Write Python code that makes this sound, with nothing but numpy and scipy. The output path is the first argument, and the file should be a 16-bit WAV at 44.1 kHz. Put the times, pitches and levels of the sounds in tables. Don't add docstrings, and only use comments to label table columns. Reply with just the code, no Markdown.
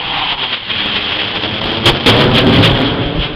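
import sys
import numpy as np
from scipy import signal
from scipy.fft import rfft, irfft, next_fast_len
from scipy.io import wavfile
from scipy.ndimage import uniform_filter1d, map_coordinates

SR = 44100
rng = np.random.default_rng(int(sys.argv[2]) if len(sys.argv) > 2 else 0)


def field_ratio(decibels):
    return 10 ** (np.asarray(decibels, dtype=float) / 20)


def generate_wav(signal):
    frames = np.transpose(np.atleast_2d(signal))
    scaled = np.clip(frames, -1, 1) * 32767
    pcm = np.round(scaled).astype(np.int16)
    wavfile.write(sys.argv[1], SR, pcm)


N = 147735


def unit(x):
    return x / np.sqrt(np.mean(x ** 2) + 1e-20)


def clock():
    return np.arange(N) / SR


def along(points, hz):
    point_hz, value = np.transpose(points)
    return np.interp(np.log(hz + 1), np.log(point_hz + 1), value)


def filtered(x, response):
    size = next_fast_len(N + SR // 2)
    return irfft(rfft(x, size) * response(np.fft.rfftfreq(size, 1 / SR)), size)[..., :N]


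def shaped(x, points_db):
    return filtered(x, lambda hz: field_ratio(along(points_db, hz)))


def high_pass(x, corner_hz):
    return filtered(x, lambda hz: 1j * hz / (corner_hz + 1j * hz))


def wobble(knots_per_s):
    knots = rng.standard_normal(int(N * knots_per_s / SR) + 4)
    return map_coordinates(knots, [clock() * knots_per_s])


def rush(spectrum, patchy_db):
    z = signal.stft(rng.standard_normal(N), nperseg=512)[2]
    patches = uniform_filter1d(rng.standard_normal(z.shape), size=6, axis=0)
    patches = uniform_filter1d(patches, size=9, axis=1)
    x = signal.istft(z * field_ratio(patchy_db * unit(patches)), nperseg=512)[1][:N]
    return unit(shaped(x, spectrum))


def bells(rows):
    t = clock()
    total_db = 0
    for s, db, rise_s, fall_s in rows:
        width_s = np.where(t < s, rise_s, fall_s)
        total_db = total_db + db * np.exp(-2 * ((t - s) / width_s) ** 2)
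    return total_db


# (time [s], loudness [dB], exhaust turned to the listener [dB])
FLIGHT_PATH = [(0, -21.5, -10), (.2, -18.5, -10.5), (.45, -22, -10.5), (.62, -16.5, -19),
               (0.901, -15.5, -8.5), (1.152, -16.5, -17), (1.3, -19, -10.5), (1.5, -19.5, -3),
               (1.7, -19, -4), (1.949, -18.5, 3), (2.049, -19, 0), (2.201, -15.5, -0.5),
               (2.35, -14.5, -2.5), (2.6, -13.5, -1), (2.8, -14, -2.5), (2.95, -19.5, 2.5),
               (3.1, -25.5, 6.5), (3.35, -30, 7)]


def jet():
    s, *columns = np.transpose(FLIGHT_PATH)
    loud_db, aft_db = [np.interp(clock(), s, column) for column in columns]
    swell_db, surge_db = air_pockets(), surges()
    hiss = field_ratio(swell_db + surge_db - 4.5) * exhaust_hiss()
    layers = hiss + intake_howl(swell_db) + exhaust_roar(aft_db, swell_db, surge_db)
    return field_ratio(loud_db) * layers + big_shocks()


# (frequency [Hz], density [dB per Hz])
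HISS_SPECTRUM = [(150, -61.5), (400, -15), (900, -0.5), (1800, 4), (2600, 5.5), (4200, -4.5), (5200, -13.5),
                 (7000, -29.5)]


def exhaust_hiss():
    rear_db = bells([(1.85, 11, 1.3, 1.5)])
    flutter_db = 0.59 * wobble(30.01) + 0.46 * wobble(120)
    hiss = field_ratio(flutter_db - 0.49 * rear_db) * rush(HISS_SPECTRUM, patchy_db=1.0)
    return hiss + field_ratio(-10 + rear_db) * crackle()


# (frequency [Hz], density [dB per Hz])
INTAKE_SPECTRUM = [(450, -35), (680, -9), (780, -2), (900, 0), (1020, -3), (1300, -11), (2000, -40)]


def intake_howl(swell_db):
    fade_s, loss_db, pocket_share = 0.5, 16, 0.7
    gone = 1 / (1 + np.exp(-(clock() - fade_s) / 0.02))
    level_db = -5 - loss_db * gone + pocket_share * swell_db + 2.2 * wobble(18)
    return field_ratio(level_db) * rush(INTAKE_SPECTRUM, patchy_db=1.4)


# (frequency [Hz], density [dB per Hz])
ROAR_SPECTRUM = [(25, -28.5), (60, -5.5), (120, 0), (300, -2.5), (500, -6.5), (900, -15), (1600, -17.5),
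                 (3500, -49)]


def exhaust_roar(aft_db, swell_db, surge_db):
    reheat_s, reheat_db, reheat_fade_s = 2.0605, 6.5, 1
    surge_share, pocket_share = 0.62, 0.1
    t = clock()
    lit_db = reheat_db * (t > reheat_s) * np.exp(-((t - reheat_s) / reheat_fade_s) ** 4)
    level_db = aft_db + lit_db + surge_share * surge_db + pocket_share * swell_db
    return field_ratio(-0.5 + level_db + 1.1 * wobble(11)) * rush(ROAR_SPECTRUM, patchy_db=1.25)


def healed(fronts):
    heal_s = 0.00027
    return -signal.lfilter([1], [1, -np.exp(-1 / (heal_s * SR))], fronts)


def crackle():
    shocks_per_s, spread_db = 650, 4.5
    draw = rng.random((N, 2))
    struck = draw[:, 0] < shocks_per_s / SR
    size = field_ratio(-spread_db * np.log(draw[:, 1] + 0.1))
    return unit(high_pass(healed(struck * size), 150))


# (time [s], peak [dB])
SHOCK_PEAKS = [(0.8602, 1.5), (.960, -4.5), (1.4488, -6.5), (1.6423, 1.5), (1.921, 0.5), (1.934, -3),
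               (2.305, 0), (2.316, 0), (2.447, 0), (2.469, 0), (2.7335, -1), (2.7765, 1.5), (2.790, -1),
               (2.8035, 2), (2.8175, 0), (2.8695, -4), (2.877, -5)]


def big_shocks():
    s, db = np.transpose(SHOCK_PEAKS)
    return healed(np.bincount(np.round(s * SR).astype(int), field_ratio(db), N))


# (time [s], level [dB], hold [s], release [s])
SHOCK_SURGES = [
    (1.8565, 21, .034, .024),
    (2.061, 18, .038, .018),
]


def surges():
    attack_s = 0.00072
    total_db = 0
    for s, db, hold_s, release_s in SHOCK_SURGES:
        corners_s = s + np.cumsum([-attack_s, attack_s, hold_s, release_s])
        total_db = total_db + np.interp(clock(), corners_s, [0, db, db, 0])
    return total_db


# (time [s], swell [dB], rise [s], fall [s])
AIR_POCKETS = [(.19, 2, 0.087, 0.014), (.33, 5.5, 0.089, 0.0054), (.365, -8, .015, 0.018),
               (.44, 7, 0.064, 0.031), (.54, 6.5, 0.041, 0.017), (.615, -9, 0.054, 0.14),
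               (.705, 5.5, .01, 0.027), (.81, 2, 0.042, 0.013), (.965, 6.5, 0.0067, 0.024),
               (1.125, 5.5, 0.012, 0.0098), (1.2, 5.5, 0.0188, 0.068), (1.31, 2, 0.033, 0.028),
               (1.365, 5, 0.028, 0.02), (1.45, 5, 0.043, 0.012), (1.57, 2, .015, .02),
               (1.605, -9.5, 0.0073, 0.0073), (1.69, 3.5, 0.09, 0.18), (1.815, -4.5, 0.021, 0.021),
               (2.125, 6, 0.046, 0.11), (2.21, 5.5, .03, .05), (2.3, -7, 0.034, 0.12),
               (2.385, 11.5, 0.081, 0.034), (2.45, -7.5, 0.026, 0.021), (2.545, 4, .03, 0.051),
               (2.65, 10, 0.033, 0.031), (2.735, -8.5, 0.022, 0.018), (2.8, -4.5, 0.036, 0.043),
               (2.975, -5, 0.1, 0.035), (3.02, 0.5, 0.015, 0.036), (3.24, 12, 0.064, 0.075)]


def air_pockets():
    return bells(AIR_POCKETS)


# (frequency [Hz], reflected level [dB])
GROUND_REFLECTION = [(100, -6), (500, -7), (1000, -9), (3000, -21)]
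# (time [s], delay [ms])
GROUND_DELAY = [(0, 6), (.2, 6.5), (.5, 8), (.8, 9.6), (1.1, 9.9), (1.4, 9.7), (2.0, 8.4), (2.6, 7.4),
                (3.35, 6.7)]


def ground(x):
    late_s = np.interp(clock(), *np.transpose(GROUND_DELAY)) / 1000
    soft = shaped(x, GROUND_REFLECTION)
    return map_coordinates(soft, [np.arange(N) - late_s * SR], order=3, mode="reflect")


# (frequency [Hz], density [dB per Hz])
RUMBLE_SPECTRUM = [(10, -9.5), (25, -3), (42, -0.5), (62, -5), (120, -48.5)]
# (time [s], swell [dB], rise [s], fall [s])
WIND_BUFFETS = [(.05, 16, .04, .1), (.28, 5, .05, .15), (1.65, 15, 0.024, 0.55), (1.87, 26, .02, .08),
                (2.075, 24.5, .02, 0.023), (2.15, 21.5, 0.045, 0.06), (2.32, 21.5, .1, 0.11),
                (2.45, 20.5, 0.1, .12), (2.78, 21, .2, 0.049), (2.93, 24, 0.14, .05),
                (3.06, 32, .05, 0.029), (3.17, 26, .04, 0.106), (3.35, 22, .06, .1)]


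def wind():
    level_db = -45.5 + bells(WIND_BUFFETS) + 2.5 * wobble(8.2)
    return field_ratio(level_db) * rush(RUMBLE_SPECTRUM, patchy_db=2.3)


def scene():
    direct = jet()
    return (0.86 * (direct + ground(direct)) + wind())[None]


def microphone_port(x):
    ring_hz, width_hz, ring_db = 3255, 340, 13

    def response(hz):
        damping = 1j * hz * width_hz
        return 1 + field_ratio(ring_db) * damping / (ring_hz ** 2 - hz * hz + damping)
    return filtered(x, response)


# (frequency [Hz], gain [dB])
CONVERTER_INPUT = [(4600, 0), (5100, -1.5), (5350, -8), (5512, -14.5), (5800, -74.5)]
# (frequency [Hz], gain [dB])
CONVERTER_OUTPUT = [(5300, 0), (5700, -8.5), (5900, -16.5), (6200, -36.5), (6500, -92.5)]


def slow_converter(x):
    keep_every = 4
    x = shaped(x, CONVERTER_INPUT)
    kept = keep_every * x * (np.arange(N) % keep_every == 0)
    return shaped(kept, CONVERTER_OUTPUT)


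def top_cut(x):
    return signal.sosfilt(signal.butter(12, 15760, fs=SR, output="sos"), x)


def record(dry):
    x = np.clip(microphone_port(dry), -0.7, 0.7)
    x = np.clip(slow_converter(x), -0.715, 0.715)
    mix = high_pass(x, 5)
    return top_cut(mix)


dry = scene()
out = record(dry)
generate_wav(out)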